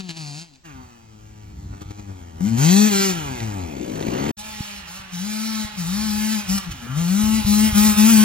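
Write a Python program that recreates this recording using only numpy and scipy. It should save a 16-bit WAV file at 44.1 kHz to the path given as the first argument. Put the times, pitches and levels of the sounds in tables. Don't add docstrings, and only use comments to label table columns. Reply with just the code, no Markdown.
import sys
import numpy as np
from scipy import signal
from scipy.fft import rfft, irfft, next_fast_len
from scipy.io import wavfile
from scipy.ndimage import uniform_filter1d, map_coordinates

SR = 44100
rng = np.random.default_rng(int(sys.argv[2]) if len(sys.argv) > 2 else 0)


def unload_wav(signal):
    wavfile.write(
        sys.argv[1],
        SR,
        np.round(np.clip(np.atleast_2d(signal).T, -1, 1) * 32767).astype(np.int16),
    )


N = 363384
T = np.arange(N) / SR

# start and end in seconds, relative intake boom in dB, its second order re that boom in dB,
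# bite of the exhaust in dB.
PULLS = [(-.03, 0.127, -31.5, 1, -5), (0.184, 0.432, -21.5, -1, 7.5), (0.664, 0.82, -37, 26, -3),
         (2.413, 2.499, -12, 2, 11), (2.512, 2.574, -11.5, 0, 2.5), (2.58, 2.885, -13.5, 5, 12.5),
         (2.915, 3.121, -27, 21.5, 11.5), (4.366, 4.414, -28.5, -19, 12), (4.442, 4.805, -35.5, 10, 8),
         (4.877, 5, -31, -3, 11), (5.13, 5.653, -14.5, -7.5, 15), (5.779, 6.4, -14, -10.5, 12.5),
         (6.489, 6.577, -13.5, -24, 14.5), (6.666, 6.702, -17, -12, -3), (6.819, 6.88, -29.5, 10, 4),
         (6.893, 6.972, -12.5, 3, 3), (6.965, 7.401, -11, -10.5, 10), (7.466, 7.685, -11, -10.5, 10.5),
         (7.749, 7.926, -13.5, -9.5, 9.5), (7.977, 8.25, -11, -10.5, 9)]
# time in seconds, level in dB.
WHEELIE_LOUDNESS = [(.638, -30), (.654, -12.5), (1, -20), (1.6, -17), (2.35, -12.5), (2.65, 2), (3.3, 0.5),
                    (3.75, -3), (3.95, 4.5), (4.15, 6), (4.31, 6.5)]
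# frequency in Hz, left minus right in dB,
# phase lead of the left in radians.
WHEELIE_PORTS = [(100.0, 4.0, -0.03), (210.0, 10.0, 0.06), (350.0, 13.5, -1.05), (480.0, 6.8, -2.45),
                 (620.0, 0.5, -2.17), (820.0, -1.4, -2.16), (1250.0, -8.0, -2.95), (1800.0, -3.3, -5.62),
                 (2900.0, -3.0, -4.65), (3900.0, 0.7, -5.51), (5000.0, -0.1, -4.67), (7000.0, -0.4, -4.19),
                 (10000.0, 0.0, -3.14), (14000.0, 0.1, -2.05)]


def amp(db):
    return 10 ** (np.asarray(db) / 20)


def decibels(gain):
    return 20 * np.log10(np.maximum(gain, 1e-9))


def unit(x):
    return x / np.sqrt(np.mean(x ** 2) + 1e-20)


def along(points, hz, axis=1):
    table = np.transpose(points)
    return np.interp(np.log(hz + 1), np.log(table[0] + 1), table[axis])


def curves(rows, t):
    s, *cols = np.transpose(rows)
    return [np.interp(t, s, c) for c in cols]


def wobble(rate, t):
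    knots = rng.standard_normal(int(t[-1] * rate) + 4)
    return map_coordinates(knots, [t * rate], mode="nearest")


def filtered(x, response):
    n = x.shape[-1]
    m = next_fast_len(n + 8192)
    return irfft(rfft(x, m) * response(np.fft.rfftfreq(m, 1 / SR)), m)[..., :n]


def band(hz, lo, hi, order=8):
    below = 1 + (lo / (hz + 1)) ** (2 * order)
    above = 1 + (hz / hi) ** (2 * order)
    return 1 / np.sqrt(below * above)


def ports(mics, hz):
    half = amp(along(mics, hz) / 2) * np.exp(.5j * along(mics, hz, axis=2))
    return np.array([half, 1 / half]) / np.sqrt((abs(half) ** 2 + abs(half) ** -2) / 2)


def mix(tone, noise, share):
    share = np.clip(share, 0, 1)
    return np.sqrt(1 - share) * tone + np.sqrt(share) * noise


def radiate(x, colour, mics, lo, hi, core):
    pair = filtered(x, lambda hz: amp(along(colour, hz)) * band(hz, lo, hi) * ports(mics, hz))
    return pair / filtered(pair.mean(0), lambda hz: band(hz, *core)).std()


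def engine(t, ride, pipe_colour, metal_colour, mics, boom_db, pipe_db, clatter_db, rasp_db,
           pipe_noise, clatter_noise, rasp_noise, gating, ring_t60, jitter, smear):
    # time and half length in seconds,
    # gain of boom and pipe in dB, gain of clatter and rasp in dB.
    bark_rows = [(.002, 0.011, 9, 16), (0.093, 0.0046, 5, 10.5), (0.107, 0.015, 9, 15),
                 (0.173, 0.0091, 5.5, 9), (0.406, 0.021, -4, 1.5), (0.539, 0.0022, 2, 15),
                 (0.556, 0.011, -2, 10.5), (1.738, 0.013, 9, 3), (1.82, 0.011, 14.5, 12),
                 (1.912, 0.01, 13.5, 10.5), (1.996, 0.012, 10, 7), (2.104, 0.026, 7.5, 2),
                 (2.408, 0.0051, 9.5, 6), (3.425, 0.012, 3.5, 2), (6.583, 0.0052, 3, 6.5),
                 (6.719, 0.012, -18, 10), (7.781, .02, 2.5, 1.5)]
    # frequency in Hz, level in dB.
    burble_colour = [(120, 7), (210, 12.5), (300, 11.5), (390, 7), (480, 7), (640, 0.5), (850, -6),
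                     (1400, -13), (2600, -25)]
    burble_db = -0.5
    drift_per_s = 9

    hz, first, second, pipe, clatter, rasp = ride
    idle = np.clip((62 / hz) ** 3, 0, 1)
    turns = np.cumsum(hz * (1 + (jitter + .03 * idle ** 2) * wobble(70, t))) / SR
    phase = 2 * np.pi * turns
    luck = rng.standard_normal(int(turns[-1]) + 2)[np.round(turns).astype(int)]
    size = amp((.5 + .15 * idle) * luck)

    bark_low, bark_high = np.zeros(len(t)), np.zeros(len(t))
    for s, width, low_db, high_db in bark_rows:
        if t[0] < s < t[-1]:
            shape = np.exp(-((t - s) / width) ** 2)
            bark_low += shape * low_db
            bark_high += shape * high_db

    port_open = np.exp((gating + 0.018 * idle) * np.cos(phase - .6))

    def gas():
        return unit(size * port_open * rng.standard_normal(len(t)))

    flutter = amp((.35 + 1.2 * idle) * wobble(55, t) + boom_db + bark_low)
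    orders = amp(first) * np.sin(phase) + amp(second) * np.sin(2 * phase)
    boom = -flutter * np.sqrt(2) * orders

    overtones = sum(np.cos(k * phase + smear * wobble(drift_per_s, t)) for k in range(3, 28))
    buzz = size * overtones * np.sqrt(hz)
    blow = filtered(gas(), lambda f: band(f, 99, SR, order=3))

    def exhaust(colour, share):
        tone, noise = (radiate(x, colour, mics, 100, 2600, (480, 1100)) for x in (buzz, blow))
        return mix(tone, noise, share)

    bright = exhaust(pipe_colour, pipe_noise)
    note = mix(bright, amp(burble_db) * exhaust(burble_colour, .45), idle ** 2)

    scattered = mix(gas(), np.array([gas(), gas()]), .45)
    knock = mix(ringing(turns, size, ring_t60), scattered, clatter_noise + .4 * idle)
    knock = radiate(knock, metal_colour, mics, 1200, 3800, (1100, 3800))
    sizzle = mix(ringing(turns, size, ring_t60), gas(), rasp_noise + .4 * idle)
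    sizzle = radiate(sizzle, metal_colour, mics, 3800, SR, (3800, 8000))
    shake = .5 * wobble(35, t)
    return (filtered(boom, lambda f: ports(mics, f))
            + amp(pipe + pipe_db + bark_low + shake) * note
            + amp(clatter + clatter_db + bark_high + shake) * knock
            + amp(rasp + rasp_db + bark_high + shake) * sizzle)


def ringing(turns, size, ring_t60):
    modes_last_s = .13
    at = np.interp(np.arange(1, int(turns[-1])), turns, np.arange(len(turns)))
    taps = at.astype(int)[:, None] + np.arange(-7, 9)
    lag = taps - at[:, None]
    shocks = np.sinc(lag) * np.sinc(lag / 8) * size[at.astype(int), None]
    train = np.bincount(np.clip(taps, 0, len(turns) - 1).ravel(), shocks.ravel(), len(turns))

    age, hop = np.arange(SR // 25) / SR, int(modes_last_s * SR)
    train = np.pad(train, (hop, 2 * hop))
    out = np.zeros(len(train) + len(age))
    fade = np.sin(np.pi * np.arange(2 * hop) / (2 * hop))
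    for a in range(0, len(turns) + hop, hop):
        modes = rfft(rng.standard_normal(len(age)) * amp(-60 * age / ring_t60), 4 * len(age))
        metal = irfft(modes / np.sqrt(uniform_filter1d(abs(modes) ** 2, size=100)))[:len(age)]
        rattle = signal.fftconvolve(fade * train[a:a + 2 * hop], metal)
        out[a:a + len(rattle)] += rattle
    return unit(out[hop:hop + len(turns)] / np.sqrt(np.gradient(turns)))


def throttle(t, opens, closes):
    open_s, close_s = 0.011, 0.028
    return (1 + np.tanh((t - opens) / open_s)) / 2 * (1 + np.tanh((closes - t) / close_s)) / 2


def riding(t, revs, loudness, coast_db):
    # frequency in Hz, gain in dB.
    airbox = [(80, -45), (110, -6.5), (140, -4), (190, 1), (225, -0.5), (280, -26.5), (430, -19.5)]
    # firing rate in Hz, relative first and second order in dB.
    coasting = [(51.7, -58, -50), (70, -46.5, -41), (76, -42.5, -42), (86, -27, -42.5),
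                (100.66, -30.5, -35.5), (106.5, -28, -35), (125, -44, -37), (130, -32.5, -31.5),
                (168, -31, -39.5), (212, -25, -46)]
    # level in dB with the throttle shut at the reference revs,
    # slope in dB per octave of revs, share of the bite.
    response = [(-44, 2, 0.57), (-35, 6.5, 0.46), (-40, 6, 1)]
    reference_hz = 210
    stutter_db, stutter_per_s = 2.5, 21

    hz, = curves(revs, t)
    loud_db, = curves(loudness, t)
    boom, overtone, bite = np.zeros(len(t)), np.zeros(len(t)), np.ones(len(t))
    for opens, closes, boom_db, second_db, bite_db in PULLS:
        if t[0] < (opens + closes) / 2 < t[-1]:
            swell = throttle(t, opens, closes)
            boom += swell * amp(boom_db)
            overtone += swell * amp(boom_db + second_db)
            bite += swell * (amp(bite_db) - 1)

    def coast(order):
        stutter = stutter_db * wobble(stutter_per_s, t)
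        return amp(along(coasting, hz, axis=order) + coast_db + stutter)

    first = np.hypot(coast(1), boom * amp(along(airbox, hz)))
    second = np.hypot(coast(2), overtone * amp(along(airbox, 2 * hz)))
    octaves = np.log2(hz / reference_hz)
    upper = [shut_db + slope * octaves + share * decibels(bite) for shut_db, slope, share in response]
    return [hz] + [loud_db + level for level in (decibels(first), decibels(second), *upper)]


def honking(x, t):
    # time and half length in seconds, centre in Hz, upper edge over centre
    # (below 1 the edges cross and weaken the band), nominal gain in dB.
    honks = [(.7, 0.091, 1750, 1.56, 7), (0.806, 0.061, 910, 1.07, 12), (.95, 0.065, 1200, 1, 7),
             (2.648, 0.052, 780, 1.18, 1.5), (2.699, 0.047, 3100, 1.14, 5), (2.8, 0.046, 5170, 0.7, 0),
             (3.02, 0.18, 960, 1.04, -15), (3.022, 0.085, 1380, 1.22, 5), (3.029, 0.065, 4160, 0.99, 6.5),
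             (3.27, .063, 1050, 1, 9), (3.7, 0.2, 1403, 1.295, -6), (3.603, .054, 834, 1.2, 4.5),
             (3.783, .12, 2298, 1.03, 9.5), (3.84, .12, 340.2, 1.28, 4), (4.2, .14, 2600, 1.1, 7),
             (6.914, .075, 1210, 1.12, 12), (7.04, 0.099, 510, 1.15, 9), (7.4, .3, 841.5, 0.93, 4),
             (8.096, 0.32, 1331, 1.083, 3.5)]
    out = x
    for s, width, hz, spread, db in honks:
        if t[0] < s < t[-1]:
            resonance = filtered(x, lambda f: band(f, hz / spread, hz * spread, order=6))
            swell_db = db * np.exp(-((t - s) / width) ** 2)
            out = out + (amp(swell_db) - 1) * resonance
    return out


def knocks(t):
    # start in seconds, relative level in dB, frequency in Hz.
    pops = [(3.808, -19, 282), (4.085, -11.5, 230), (4.133, -17.5, 249), (4.18, -19, 334)]
    # start in seconds, relative level in dB, ring in Hz.
    slaps = [(3.4032, -20.5, 1950), (3.9634, -29, 1846), (3.9935, -33, 1860), (4.0046, -26, 2445),
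             (4.026, -21.5, 1960), (4.0827, -25, 2386), (4.1785, -25, 2563), (4.2354, -29, 2302),
             (4.2635, -25, 2218), (4.2908, -25, 2400)]
    pop_t60, pop_attack_s, pop_db = 0.024, 0.0017, 7.5
    slap_t60, slap_db, ring_db = .018, -6, 1.5

    out = np.zeros(len(t))
    for s, db, hz in pops:
        age = np.maximum(t - s, 0)
        attack = 1 - np.exp(-age / pop_attack_s)
        out += amp(db + pop_db - 60 * age / pop_t60) * attack * np.sin(2 * np.pi * hz * age)
    for s, db, hz in slaps:
        age = np.maximum(t - s, 0)
        crack = unit(filtered(rng.standard_normal(len(t)), lambda f: band(f, 1550, 4500, order=2)))
        ring = amp(ring_db) * np.sin(2 * np.pi * hz * age)
        out += (t > s) * amp(db + slap_db - 60 * age / slap_t60) * (crack + ring)
    return filtered(out, lambda hz: ports(WHEELIE_PORTS, hz))


def roar(t):
    # frequency in Hz, level in dB.
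    snow_colour = [(90, -35), (200, -12), (300, -3), (480, 1.5), (650, -7), (1000, -9), (1500, -25),
                   (3000, -45)]
    roar_db, clumps_db = -29, 3.5
    pass_s, near_s = 4.28, 0.25
    grains = rng.standard_normal(len(t)) * amp(clumps_db * wobble(250, t))
    churn = unit(filtered(grains, lambda hz: amp(along(snow_colour, hz)) * ports(WHEELIE_PORTS, hz)))
    near = 1 / (1 + ((t - pass_s) / near_s) ** 2)
    return amp(roar_db) * near ** 1.1 * churn


def tyres(t):
    crunch_db, clumps_db = -53, 4
    loud_db, = curves(WHEELIE_LOUDNESS, t)
    grains = rng.standard_normal((2, len(t))) * amp(clumps_db * wobble(300, t))
    return amp(crunch_db + loud_db) * unit(filtered(grains, lambda hz: band(hz, 460.2, 1900, order=3)))


def shifting(x, depth_db):
    hz, t, z = signal.stft(x, SR, nperseg=1024)
    field = uniform_filter1d(rng.standard_normal(z.shape[1:]), size=6, axis=0)
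    field = unit(uniform_filter1d(field, size=10, axis=1))
    gain = amp(depth_db * band(hz, 900, SR, order=2)[:, None] * field)
    even = gain / np.sqrt(np.mean(gain ** 2, axis=1, keepdims=True))
    return signal.istft(z * even, nperseg=1024)[1][:, :x.shape[1]]


def absorbed(x, far_db, snow, air):
    middle = filtered(x, lambda hz: band(hz, 470, 1100, order=4))
    top = filtered(x, lambda hz: band(hz, 7700, SR, order=4))
    return x + (amp(-snow * far_db) - 1) * middle + (amp(-air * far_db) - 1) * top


def forest(x, wet_db):
    # frequency in Hz, 60 dB decay time in seconds.
    decay = [(150, 0.19), (1000, 0.98), (4000, 1), (14000, 0.0073)]

    def scatter_band(f):
        return band(f, 400, 3000, order=2)

    hz, t, z = signal.stft(rng.standard_normal((2, SR // 2)), SR, nperseg=256)
    tail = signal.istft(z * amp(-60 * t / along(decay, hz)[:, None]), SR, nperseg=256)[1]
    tail = filtered(tail / np.linalg.norm(tail[0]), scatter_band)
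    wet = amp(np.minimum(wet_db, -1))
    lost = (1 - np.sqrt(1 - wet ** 2)) * filtered(x, scatter_band)
    return x - lost + signal.fftconvolve(wet * x, tail, axes=1)[:, :x.shape[1]]


def leaving(t):
    # time in seconds, firings in Hz.
    revs = [(0.0, 193.8), (0.06, 181.7), (0.132, 158), (0.17, 166.2), (0.251, 147.1), (0.336, 142.5),
            (0.43, 171.3), (0.46, 169), (0.53, 136.7), (0.63, 122.7)]
    # time in seconds, level in dB.
    loudness = [(0, -8.5), (.42, -10.5), (.46, -19), (.55, -25.5), (.635, -34)]
    # frequency in Hz, level in dB.
    pipe_colour = [(300, 16), (450, -3), (540, -8), (720, 11.5), (900, 8), (1150, 3), (1500, -0.5),
                   (2000, -4), (2600, 9)]
    # frequency in Hz, level in dB.
    metal_colour = [(1400.0, -11), (2000.0, -14), (2600.0, -3.5), (3300.0, -9), (4000.0, 0.5),
                    (4700.0, 6.5), (5500.0, -3), (6600.0, 0), (8500.0, -5.5), (11000.0, -10.5),
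                    (15000.0, -26)]
    # frequency in Hz, left minus right in dB, left lead in radians.
    mics = [(100.0, 3.7, 0.06), (210.0, 10.1, 0.21), (350.0, 13.7, -0.12), (480.0, 8.7, -1.13),
            (620.0, 11.4, -0.54), (820.0, 14.9, -2.03), (1250.0, 7.1, -2.22), (1800.0, 3.8, -1.76),
            (2900.0, -0.8, -1.31), (3900.0, -2.1, 0.2), (5000.0, -1.1, 0.83), (7000.0, -1.3, 1.06),
            (10000.0, 0.7, 3.3), (14000.0, 0.4, 3.99)]
    ride = riding(t, revs, loudness, coast_db=2)
    bike = engine(t, ride, pipe_colour, metal_colour, mics,
                  boom_db=-2.5, pipe_db=-2.0, clatter_db=-5.5, rasp_db=3.0,
                  pipe_noise=.05, clatter_noise=.25, rasp_noise=.4,
                  gating=.4, ring_t60=.022, jitter=.004, smear=.7)
    return forest(bike, wet_db=-19)


def wheelie(t):
    # time in seconds, firings in Hz.
    revs = [(0.649, 171.4), (0.694, 148.1), (0.745, 133.5), (0.9, 120.4), (1.141, 106.9), (1.32, 107.5),
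            (1.7, 98.7), (2.02, 103.1), (2.11, 95.84), (2.26, 83.9), (2.39, 80.17), (2.49, 112.6),
            (2.56, 115.8), (2.65, 156), (2.73, 189.3), (2.806, 210.1), (2.87, 216), (2.932, 197.7),
            (3.078, 192.2), (3.116, 181.5), (3.232, 147.1), (3.398, 116.3), (3.456, 110.6), (3.568, 96.5),
            (3.652, 84.87), (3.76, 68.22), (3.89, 54.14), (4.0, 50.98), (4.18, 66.38), (4.31, 77.5)]
    # frequency in Hz, level in dB.
    pipe_colour = [(150, 11.5), (285, 15.5), (350, 5.5), (450, 4), (580, -5.5), (770, 6), (900, 4),
                   (1080, -0.5), (1300, -1), (1550, -6.5), (1800, -12), (2600, -13)]
    # frequency in Hz, level in dB.
    metal_colour = [(1400, -1), (1850, -2.5), (2450, 0), (3100, -1), (3750, -6), (4400, -3), (5200, -6),
                    (6000, -1.5), (7400, -1), (9800, -15), (12500, -4), (15000, -21)]
    ride = riding(t, revs, WHEELIE_LOUDNESS, coast_db=0.5)
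    bike = engine(t, ride, pipe_colour, metal_colour, WHEELIE_PORTS,
                  boom_db=-0.5, pipe_db=-0.5, clatter_db=-4.0, rasp_db=-1.1,
                  pipe_noise=.015, clatter_noise=.3, rasp_noise=.36,
                  gating=.1, ring_t60=.036, jitter=.003, smear=1.2)
    bike = shifting(honking(bike, t), depth_db=2.3)
    return forest(bike + tyres(t) + roar(t) + knocks(t), wet_db=-14)


def charge(t):
    # time in seconds, firings in Hz.
    revs = [(4.369, 205), (4.46, 218.2), (4.81, 196.7), (4.88, 164), (4.991, 198.4), (5.17, 172.8),
            (5.18, 171.3), (5.27, 211.4), (5.471, 222.1), (5.75, 208.6), (5.79, 181.8), (5.85, 160.8),
            (5.98, 211.4), (6.05, 219.1), (6.12, 209), (6.34, 220.1), (6.37, 210.1), (6.44, 207.3),
            (6.47, 179.5), (6.56, 200.3), (6.67, 175.8), (6.73, 145.2), (6.8, 119.5), (6.86, 117.1),
            (6.929, 133.3), (7.01, 171.8), (7.06, 170.6), (7.2, 212.7), (7.38, 221.4), (7.44, 203.3),
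            (7.669, 217.8), (7.75, 204.7), (7.861, 215.8), (7.94, 208.4), (8.04, 215.1), (8.1, 229.5),
            (8.171, 214.3), (8.24, 215.3)]
    # time in seconds, level in dB.
    loudness = [(4.365, -20.5), (4.391, -11.5), (5.1, -14.5), (5.7, -11.5), (6.5, -7.5), (6.9, -9.5),
                (7.35, -6), (7.62, -4), (7.82, -1), (8.24, 0)]
    # time in seconds, level in dB.
    echo = [(4.4, -1), (6.6, -7.5), (7.3, -8.5), (8.2, -17)]
    # frequency in Hz, level in dB.
    pipe_colour = [(150, 2), (290, -10), (360, -13), (430, -6), (500, -11.5), (570, -10), (640, -6),
                   (750, -3), (860, 1.5), (950, -2.5), (1060, -4), (1290, -3), (1550, -7.5), (2000, -9.5),
                   (2600, -11)]
    # frequency in Hz, level in dB.
    metal_colour = [(1300, -3), (1700, -5), (2100, -3), (2900, -.5), (3700, -2.5), (4300, -.5),
                    (4800, -2.5), (5300, 0), (6500, -1), (9000, -2), (12000, -1.5), (15000, -12)]
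    # frequency in Hz, left minus right in dB, left lead in radians.
    mics = [(100.0, 4.0, -0.23), (210.0, 7.7, -0.23), (350.0, 5.7, -0.87), (480.0, 3.9, -1.84),
            (620.0, -0.6, -1.41), (820.0, -0.2, -1.13), (1250.0, -2.1, -0.97), (1800.0, -2.4, -0.19),
            (2900.0, -7.5, 1.31), (3900.0, -2.2, 1.07), (5000.0, -1.8, 1.68), (7000.0, -0.9, 2.2),
            (10000.0, 0.0, 3.14), (14000.0, 0.1, 4.3)]
    far_blur, shut_blur = .36, .3
    loud_db, = curves(loudness, t)
    wet_db, = curves(echo, t)
    opened = sum(throttle(t, opens, closes) for opens, closes, *_ in PULLS)
    shut = 1 - np.minimum(opened, 1)
    blur = far_blur * amp(wet_db) ** 2 + shut_blur * shut + 0.02
    ride = riding(t, revs, loudness, coast_db=-8)
    bike = engine(t, ride, pipe_colour, metal_colour, mics,
                  boom_db=0.48, pipe_db=0.9 + 0.5 * shut, clatter_db=0.27, rasp_db=0.1,
                  pipe_noise=blur, clatter_noise=.45, rasp_noise=.45,
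                  gating=.05, ring_t60=.037, jitter=.002, smear=1.2)
    bike = shifting(honking(bike, t), depth_db=2.3)
    bike = absorbed(bike, loud_db.mean() - loud_db, snow=.3, air=.8)
    return forest(bike, wet_db)


def wind_and_thumps():
    # time in seconds, relative level in dB.
    breeze = [(0, -67), (.55, -83), (.66, -52), (.86, -50), (.92, -64), (1.15, -54), (1.42, -46.5),
              (1.6, -34.5), (2, -45.5), (3, -51.5), (3.3, -36.5), (3.8, -49), (4.28, -45), (4.4, -49.5),
              (5.5, -56.5), (6.05, -36), (6.3, -54), (6.56, -35), (6.63, -51), (6.71, -34.5), (6.78, -44),
              (7, -41), (7.12, -49), (7.25, -32.5), (8.24, -37.5)]
    # centre in seconds, peak in dB, frequency in Hz.
    thumps = [(1.862, -30.5, 79.1), (4.608, -18.5, 122), (5.001, -35, 82), (5.65, -28, 69.9),
              (6.504, -32.5, 237), (6.666, -46, 210.9), (6.695, -27, 85), (6.722, -28, 80),
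              (6.868, -34, 228), (7.239, -23, 74.6), (7.452, -16.5, 65.55), (7.731, -17.5, 69.85)]
    # frequency in Hz, level in dB.
    buffet = [(15, -38), (30, -19), (55, -0.5), (85, -0.5), (130, -11), (200, -9.5), (400, -31),
              (1000, -101)]
    breeze_db, = curves(breeze, T)
    rumble = unit(filtered(rng.standard_normal(N), lambda hz: amp(along(buffet, hz))))
    out = rumble * amp(breeze_db + 0.5 + 2.1 * wobble(16, T))
    for s, db, hz in thumps:
        u = (T - s) * 2 * np.pi * hz
        out += amp(db) * u * np.exp(np.maximum((1 - u * u) / 2, -40))
    return out


def still_air():
    # frequency in Hz, level in dB.
    air_colour = [(30, 15), (200, 5), (1000, -7), (8000, -7), (16000, -130)]
    return amp(-59.0) * unit(filtered(rng.standard_normal((2, N)), lambda hz: amp(along(air_colour, hz))))


def scene():
    cuts = (0, .635, 4.315, 4.367)
    start, cut, gap, resume = (round(s * SR) for s in cuts)
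    out = wind_and_thumps() + still_air()
    for part, a, b in ((leaving, start, cut), (wheelie, cut, gap), (charge, resume, N)):
        out[:, a:b] += part(T[a:b])
    live = np.ones(N)
    live[gap - 100:resume + 100] = 0
    return out * uniform_filter1d(live, size=200)


def record(dry):
    top_hz = 15900
    return filtered(dry, lambda hz: hz < top_hz)


dry = scene()
out = record(dry)
unload_wav(out)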